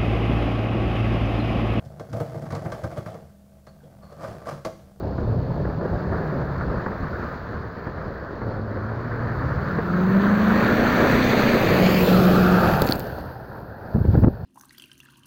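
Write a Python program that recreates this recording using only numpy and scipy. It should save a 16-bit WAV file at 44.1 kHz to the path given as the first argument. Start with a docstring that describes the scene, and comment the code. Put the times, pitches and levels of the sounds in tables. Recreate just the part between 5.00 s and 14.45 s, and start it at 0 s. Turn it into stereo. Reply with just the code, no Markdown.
"""Beside an icy, slushy road, two microphone ports on a camera: an eight-cylinder pickup revs, comes in from
the right, slides past and rolls off to the left. Its engine is a sum of cycle harmonics through a pipe resonance.
Its tyres are coloured noises that roar, crunch and throw spray; lumps and crumbs are short noise cracks.
Wind buffets each port with low noise, and low thumps strike single ports. Sound bending round the camera
and off the snow leaves a hollow in each port that follows the truck's bearing."""
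import sys
import numpy as np
from scipy import signal
from scipy.fft import rfft, irfft, next_fast_len
from scipy.io import wavfile
from scipy.ndimage import uniform_filter1d, map_coordinates

SR = 44100
rng = np.random.default_rng(int(sys.argv[2]) if len(sys.argv) > 2 else 0)


def dump_mix(stems):
    """Bounce the given channels to the path in sys.argv[1] as a 16-bit WAV at rate SR."""
    frames = np.atleast_2d(stems).T  # one column per channel
    limited = np.clip(frames, -1, 1)  # hard clip at full scale
    pcm = np.round(limited * 32767).astype(np.int16)
    wavfile.write(sys.argv[1], SR, pcm)


N = 416744

# bearings the truck's sound comes from, from straight ahead, right positive:
# t/s, main treble source/degrees, bass source/degrees
BEARINGS = [(0, 105, 105), (4.5, 105, 105), (5.4, 95, 95), (6.4, 82, 82), (6.7, 72, 74), (7.02, 59, 59),
            (7.04, -26, 57), (7.3, -26, 31), (7.55, -26, 13), (7.75, -26, -2), (8, -27, -27),
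            (9.45, -30, -30)]


def amp(db):
    """Gain of a level in dB."""
    return 10 ** (np.asarray(db) / 20)


def unit(x):
    """Scaled to rms 1."""
    return x / np.sqrt(np.mean(x ** 2, axis=-1, keepdims=True) + 1e-20)


def along(points, hz):
    """Values at hz from rows of f/Hz, value, joined on a log frequency axis."""
    f, v = np.transpose(points)
    return np.interp(np.log(hz + 1), np.log(f + 1), v)


def curves(rows):
    """One value per sample for each column after the time."""
    s, *cols = np.transpose(rows)
    return [np.interp(np.arange(N) / SR, s, c) for c in cols]


def wobble(rate):
    """A smooth random curve, rate knots a second."""
    knots = rng.standard_normal(int(N * rate / SR) + 4)
    return map_coordinates(knots, [np.arange(N) * rate / SR])


def filtered(x, response):
    """x times a response of frequency."""
    m = next_fast_len(N + 8192)
    return irfft(rfft(x, m) * response(np.fft.rfftfreq(m, 1 / SR)), m)[..., :N]


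def gritty(spectrum, patchy_db, grain_db, channels):
    """Coloured noise of rms 1 with patches of gain and grains of very unequal size."""
    grit = rng.standard_normal((channels, N)) * amp(grain_db * wobble(300))
    z = signal.stft(grit, nperseg=512)[2]
    # one field of patches in frequency and time serves every channel
    field = rng.standard_normal(z.shape[1:])
    field = uniform_filter1d(uniform_filter1d(field, size=7, axis=0), size=10, axis=1)
    patchy = z * amp(patchy_db * field / field.std())
    x = signal.istft(patchy, nperseg=512)[1][:, :N]
    return unit(filtered(x, lambda hz: amp(along(spectrum, hz))))


def held(start, end, rise, fall):
    """An envelope: rise, hold at 1 from start to end, fall."""
    return np.interp(np.arange(N) / SR, [start - rise, start, end, end + fall], [0, 1, 1, 0])


def bump(s, length):
    """Start sample and bell-shaped envelope centred on s, length seconds wide at half height."""
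    shape = np.hanning(int(2 * length * SR))
    return max(round(s * SR) - len(shape) // 2, 0), shape


def hollow(hz, dip_hz, rise, dip_width, peak_width):
    """A dip with a resonance above it by the factor rise; widths are fractions of dip_hz."""
    dip = dip_hz ** 2 - hz ** 2 + 1j * hz * dip_width * dip_hz
    peak = (rise * dip_hz) ** 2 - hz ** 2 + 1j * hz * peak_width * dip_hz
    return dip / peak


def shade(degrees):
    """What the camera's body does to the sound at these bearings of the bass source."""
    # bass source/degrees, left hollow f/Hz, its width over its pitch, right hollow f/Hz,
    # crunch left minus right level/dB, spray left minus right level/dB
    shade_rows = [(-28, 1290, 0.25, 1184, 6.5, 24), (1, 1090, 0.21, 1030, 10.5, 13),
                  (18, 1080, 0.13, 960, 8, 6), (37.5, 1170, 0.22, 870, 5, 7),
                  (58.5, 1400, 0.3, 790, 4.5, -1.5), (67, 1320, 0.33, 830, -3, 2.5),
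                  (77, 1310, 1.22, 700, -2, -4.5), (98, 1150, 0.45, 758, -4.5, -7),
                  (106, 2400, 1.64, 710, 2.5, -2.5)]
    at, *cols = np.transpose(shade_rows)
    return [np.interp(degrees, at, c) for c in cols]


def broadside(bass_bearing):
    """0 while the bass is far to the right, 1 once the truck is broadside (bass within 56 degrees)."""
    return np.clip((80 - bass_bearing) / 24, 0, 1)


def ports(x):
    """A truck sound at both ports: bass and treble lag by their own bearings; a hollow moves in each port."""
    full_lag_ms = .49  # left port later than right for a source at 90 degrees right
    cheek_hz, cheek_width_hz, cheek_db = 2580, 300, 7  # left port's presence once the truck is broadside
    hz, t, z = signal.stft(x, SR, nperseg=1024, noverlap=768)
    hz, frames = hz[:, None], np.minimum((t * SR).astype(int), N - 1)
    treble_bearing, bass_bearing = [c[frames] for c in curves(BEARINGS)]
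    left_hz, left_width, right_hz = shade(bass_bearing)[:3]
    bass = 1 / (1 + (hz / left_hz) ** 20)
    side = bass * np.sin(np.radians(bass_bearing)) + (1 - bass) * np.sin(np.radians(treble_bearing))
    lag_ms = full_lag_ms * side
    delay = np.exp(-1j * np.pi * hz * lag_ms / 1000)  # half the lag; the right port leads by the other half
    left = delay * hollow(hz, left_hz, 1.237, left_width, 0.9 * left_hz / 1150)
    cheek = np.exp(-((hz - cheek_hz) / cheek_width_hz) ** 2)
    left *= amp(cheek_db * broadside(bass_bearing) * cheek)
    right = hollow(hz, right_hz, 1.32, 0.07, 0.84) / delay
    return signal.istft(z * np.array([left, right]), SR, nperseg=1024, noverlap=768)[1][:, :N]


def engine():
    """Unequal cylinders sound many harmonics of the cycle; the pipe lifts those that cross its resonance."""
    # engine speed: t/s, firing rate f/Hz
    speed_rows = [(0, 88), (.25, 108), (.5, 138), (.7, 156), (1.15, 172), (1.32, 149), (1.5, 138),
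                  (1.68, 116), (1.9, 100), (2.3, 88), (3.2, 81), (3.5, 116.2), (3.77, 103), (4.05, 120.6),
                  (4.28, 115), (4.5, 142), (4.7, 160), (4.85, 170.2), (5.5, 219), (5.7, 237.4),
                  (6.1, 256.2), (6.35, 248.3), (6.55, 233.8), (6.65, 203), (6.76, 184.6), (7.6, 181.2),
                  (7.72, 163), (7.88, 143), (9.45, 80)]
    # harmonics of the four-stroke cycle, eight firings each: multiple of the cycle rate, level/dB
    harmonics = [(3, -16), (4, -15), (5, -13), (6, -14), (7, -5.5), (8, 0), (9, -10), (10, -12),
                 (16, -10.5)]
    # gain of the exhaust pipe: f/Hz, level/dB
    pipe = [(40, -9), (110, -3), (165, -4), (183, 3), (203, 3.5), (230, -0.5), (250, -2.5), (325, -7.5),
            (365, 5), (400, -4), (800, -7)]
    # spells of louder engine, from throttle and nearness: full from t/s, until t/s, level/dB
    loud_spells = [(.3, .65, -22.5), (.72, 1.202, -29), (1.3, 1.804, -28.5), (3.45, 4.1, -27.5),
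                   (4.2, 4.534, -22), (4.602, 4.853, -23.5), (4.943, 6.538, -19), (6.6, 6.7, -30),
                   (6.82, 7.12, -21), (7.138, 7.583, -17.5), (7.654, 7.815, -20)]
    swell_s, fade_s, floor_db = .12, .08, -42  # floor: level added throughout
    firing, = curves(speed_rows)
    spells = [amp(db) * held(start, end, swell_s, fade_s) for start, end, db in loud_spells]
    loudness = np.max(spells, axis=0) + amp(floor_db)
    cycle = firing / 8 * (1 + .004 * wobble(14))
    turn = 2 * np.pi * np.cumsum(cycle) / SR
    out = np.zeros(N)
    for k, db in harmonics:
        level_db = db + along(pipe, k * cycle)
        level_db += 1.2 * wobble(8) + 1.6 * wobble(30)
        out += np.sqrt(2) * amp(level_db) * np.sin(k * turn + rng.uniform(0, 2 * np.pi))
    return ports(loudness * out)


def tyres():
    """Tyres roar over rutted ice, crush slush and throw spray; part arrives scattered from all round."""
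    # levels before judder: t/s, roar level/dB, tread level/dB, crunch level/dB
    tyre_rows = [(0.3, -29.5, -45.5, -56.5), (1.21, -27.5, -34.5, -54), (1.9, -30.5, -34.5, -54),
                 (2.34, -32, -31.5, -51.5), (2.44, -37, -37, -56.5), (3.64, -30.5, -37, -58),
                 (4.33, -31, -32, -53.5), (4.8, -28.5, -29.5, -48.5), (5.8, -19.5, -21.5, -31.5),
                 (6.3, -18.5, -24.5, -27.5), (6.75, -18.5, -26, -28), (6.98, -18.5, -27.5, -26),
                 (7.1, -17.5, -25.5, -28.5), (7.21, -17.5, -21.5, -30.5), (7.64, -22, -17, -34.5),
                 (7.92, -28.5, -23, -39.5), (7.95, -27, -29, -45), (8.35, -39.5, -35.5, -59.5),
                 (8.74, -40, -38, -65.5), (9.17, -36, -35.5, -57), (9.225, -36.5, -36, -55.5),
                 (9.24, -33.5, -40.5, -63.5), (9.42, -44.5, -41, -65)]
    # ice crust breaking under a wheel: t/s, peak level/dB before each layer's share
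    ruts = [(0.181, -23), (0.652, -27.5), (.812, -27), (0.852, -25.5), (1.124, -21), (1.61, -21.5),
            (1.742, -26.5), (1.862, -19), (2.868, -25), (3.417, -24), (3.893, -35), (4.785, -20),
            (5.706, -20)]
    # colours of the layers, far being crunch from afar: f/Hz, level/dB
    roar_colour = [(50, -7.5), (100, 1), (250, -0.5), (600, 2.5), (900, -3), (1300, -22.5), (2200, -83)]
    tread_colour = [(300, -39), (700, 1.5), (1000, 4), (1400, 1.5), (1750, -4.5), (2100, -18.5),
                    (2600, -29.5), (3300, -86)]
    crunch_colour = [(800, -42), (1700, 1), (2200, 0.5), (3000, -2), (4400, -9), (5500, -19.5),
                     (7000, -21.5), (8200, -32), (10000, -71)]
    far_colour = [(1200, -34), (2200, 4.5), (3200, 1.5), (4400, 4.5), (5500, -12.5), (7000, -20.5),
                  (8200, -38), (10000, -74.5)]
    spray_colour = [(6000, -68), (8500, -18), (10100, -19), (11500, -11), (13000, -9), (14000, -9.5),
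                    (15400, -12.5), (16500, -14.5)]
    spray_under_db, broadside_spray_db = -13, 4.5  # spray against crunch; its gain once broadside
    roar_db, tread_db, crunch_db = curves(tyre_rows)
    bass_bearing = curves(BEARINGS)[1]
    crunch_side_db, spray_side_db = shade(bass_bearing)[3:]
    turned = broadside(bass_bearing)  # broadside, wheels and spray span many bearings
    spray_db = crunch_db + spray_under_db + broadside_spray_db * turned
    # loud crunch = close truck, no longer shaded by the ground
    near = np.clip((crunch_db + 57.5) / 14, 0, 1)
    # ruts shake all wheels at once, in dB
    judder = (0.59 * wobble(6) + 0.79 * wobble(17)) * (1 - 0.28 * near)
    breaks, t = np.zeros(N), np.arange(SR // 20) / SR
    for s, db in ruts:
        snap = amp(db - 60 * t / 0.081) * np.minimum(t / 0.00075, 1)  # falls 60 dB in 81 ms
        breaks[round(s * SR):][:len(t)] += snap
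    roar = amp(roar_db + judder) + 0.95 * breaks
    tread = amp(tread_db + judder) + 0.28 * breaks
    crush = amp(crunch_db + 0.72 * judder)
    spray = amp(spray_db + .5 * judder)
    # colour, gain, left minus right level/dB, patches/dB, grains/dB, scattered over direct
    layers = [(roar_colour, roar, 0, 1.3, 1.5, .12),
              (tread_colour, tread, 0, 1.3, 1.5, .13),
              (crunch_colour, crush * np.sqrt(near), crunch_side_db, 1.3, 1.2, 0.3 + 0.3 * turned ** 2),
              (far_colour, crush * np.sqrt(1 - near), crunch_side_db, 1.1, 1.2, 6.1 + 0.72 * turned),
              (spray_colour, spray, spray_side_db, 1.2, 1.2, 0.46 + .5 * turned)]
    out = np.zeros((2, N))
    for spectrum, gain, side_db, patchy_db, grain_db, scatter in layers:
        direct, *around = gritty(spectrum, patchy_db, grain_db, channels=3)
        # short waves scatter more
        around = filtered(np.array(around), lambda hz: np.sqrt(1 + (hz / 5000) ** 4))
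        pair = (ports(direct) + scatter * around) / np.sqrt(1 + scatter ** 2)
        # the camera's body shades the far port's treble
        shadow = amp(np.array([[.5], [-.5]]) * side_db)
        out += gain * shadow * pair / pair.std()
    return out


def wind():
    """Lumpy turbulence, unrelated between the ports, with a hard gust on both."""
    # buffeting, midway between the ports: t/s, level/dB
    buffet_rows = [(0, -25), (2.2, -31), (2.7, -33), (3.9, -38.5), (4.37, -27.5), (4.8, -33.5),
                   (7.1, -41.5), (7.63, -27), (8.16, -35), (8.76, -44), (9.1, -32), (9.45, -27.5)]
    # colours of buffeting and gust: f/Hz, level/dB
    buffet_colour = [(15, -40), (35, -6.5), (70, 6), (120, 0.5), (200, -2), (350, -28.5), (700, -18),
                     (2000, -81.5)]
    gust_colour = [(15, -25), (50, 2.5), (110, 0.5), (200, -8.5), (400, -20), (800, -47), (1500, -42.5),
                   (5000, -88.5)]
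    windward_db = 6.5  # left port over right
    gust_s, hold_s, rise_s, fall_s = 8.95, 0.28, 0.034, 0.066
    gust_db, gust_grows_db = -23, 4
    buffet_db, = curves(buffet_rows)
    lumps = amp(2.2 * np.array([wobble(10), wobble(11)]))
    buffeting = unit(lumps * gritty(buffet_colour, 0.68, 0.77, channels=2))
    out = amp(buffet_db + windward_db * np.array([[.5], [-.5]])) * buffeting
    grown = np.clip((np.arange(N) / SR - gust_s) / hold_s, 0, 1)
    gust = amp(gust_db + gust_grows_db * grown) * held(gust_s, gust_s + hold_s, rise_s, fall_s)
    flutter = amp(1.8 * np.array([wobble(40), wobble(40)]))
    return out + gust * unit(flutter * gritty(gust_colour, 1.5, 3.5, channels=2))


def thumps():
    """Air puffs and thuds of lumps on one port: bell-shaped pieces of low noise, shorter ones higher."""
    # low thumps on one port: puffs of air, and near 7.8 to 7.9 s thuds of thrown lumps:
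    # t/s, length/s, level/dB, port (0 left, 1 right)
    thump_rows = [(0.288, 0.1, -24, 0), (0.945, 0.032, -20, 0), (1.678, .06, -20.5, 0),
                  (1.779, 0.0325, -21, 0), (2.039, .05, -21, 0), (7.822, .007, -9.5, 0),
                  (7.855, 0.0053, -16, 1), (7.896, 0.0089, -12, 0), (8.955, 0.0182, -20.5, 0),
                  (8.96, .022, -13, 1), (8.989, .018, -15, 0), (9.017, 0.025, -15.5, 1),
                  (9.052, .009, -17, 1), (9.093, 0.029, -10.5, 0), (9.147, .008, -16.5, 0),
                  (9.152, 0.022, -12, 1), (9.185, 0.024, -6.5, 0), (9.225, 0.015, -15, 0),
                  (9.242, .014, -6, 1), (9.276, 0.024, -9, 1)]
    # colour of the low noise before its speed-up: f/Hz, level/dB
    low_colour = [(15, -40), (50, 3), (100, 3.5), (170, -4), (300, -15.5), (500, -26), (1200, -43.5),
                  (5000, -110)]
    out = np.zeros((2, N))
    low_noise = gritty(low_colour, 2.9, 4.2, channels=1)[0]
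    for s, length, db, port in thump_rows:
        at, shape = bump(s, length)
        speed = 1.205 * (.025 / length) ** .35
        places = rng.uniform(0, N / 2) + np.arange(len(shape)) * speed
        thump = unit(shape * map_coordinates(low_noise, [places]))
        out[int(port), at:at + len(shape)] += amp(db) * thump
    return out


def patter():
    """Thrown lumps tick on the crust and the camera: short noise cracks, each with its own treble."""
    # lumps landing: t/s, level/dB before colouring, left minus right level/dB, treble over the rest level/dB
    lumps = [(7.82, -10, 0, 1.5), (7.848, -30, 4, 11), (7.8605, -32.5, -4.5, 14), (7.868, -24.5, -1.5, 7.5),
             (7.8745, -20, 2.5, 3), (7.883, -22.5, 3.5, 0.5), (7.889, -13.5, 4.5, -6), (7.899, -25, 3, 5.5),
             (7.912, -18.5, 10.5, -1), (7.9231, -9, 19.5, -7.5), (7.934, -31.5, 3, 12),
             (7.9555, -36.5, 1.5, 14.5), (7.959, -35.5, 1.5, 14.5), (7.9955, -36.5, 15.5, 19),
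             (8.003, -29, 15.5, -1), (8.07, -35, 6.5, 2), (8.187, -34, 8, -1.5), (8.21, -37, 7, -3)]
    # small crumbs among the lumps, same columns: lowest and highest of each
    crumbs = rng.uniform([7.8, -43.5, -4, -3], [7.97, -28, 10, 8], size=(30, 4))
    out, t = np.zeros((2, 2, N)), np.arange(SR // 50) / SR  # (body and treble, port, sample)
    for s, db, side_db, treble_db in [*lumps, *crumbs]:
        fading = rng.standard_normal((2, len(t))) * amp(-60 * t / .006)  # 60 dB in 6 ms
        crack = unit(fading) * .2
        crack = amp([[db + side_db / 2], [db - side_db / 2]]) * crack
        out[:, :, round(s * SR):][:, :, :len(t)] += amp([[[0]], [[treble_db]]]) * crack
    # f/Hz, level/dB
    colour = [(500, -9), (1500, -2.5), (3200, -2), (4400, 3.5), (5800, -10), (9500, -18.5),
              (12000, -11.0), (15500, -4.0)]

    def split(hz):
        """The colour, shared out between body and treble at 6500 Hz."""
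        return amp(along(colour, hz)) * np.array([[hz < 6500], [hz >= 6500]])

    return filtered(out, split).sum(axis=0)


def scene():
    """Truck, wind, thumps and thrown slush."""
    return engine() + tyres() + wind() + thumps() + patter()


def record(dry):
    """The left port rings near 4 kHz; the input stage rounds off the strongest peaks; a band limit ends it."""
    # the right port's treble against the left port's: f/Hz, level/dB
    right_treble = [(8500, 1.5), (10200, -2), (12000, -4), (15500, 9)]

    def port_colour(hz):
        """Response of the left and right port."""
        return np.array([1.148 * hollow(hz, 3930, 1.122, 0.25, 0.3), amp(along(right_treble, hz))])

    heard = filtered(dry, port_colour)
    soft = heard / (1 + np.abs(heard / .93) ** 6) ** (1 / 6)
    return filtered(soft, lambda hz: hz < 15900)


dry = scene()
out = record(dry)
dump_mix(out)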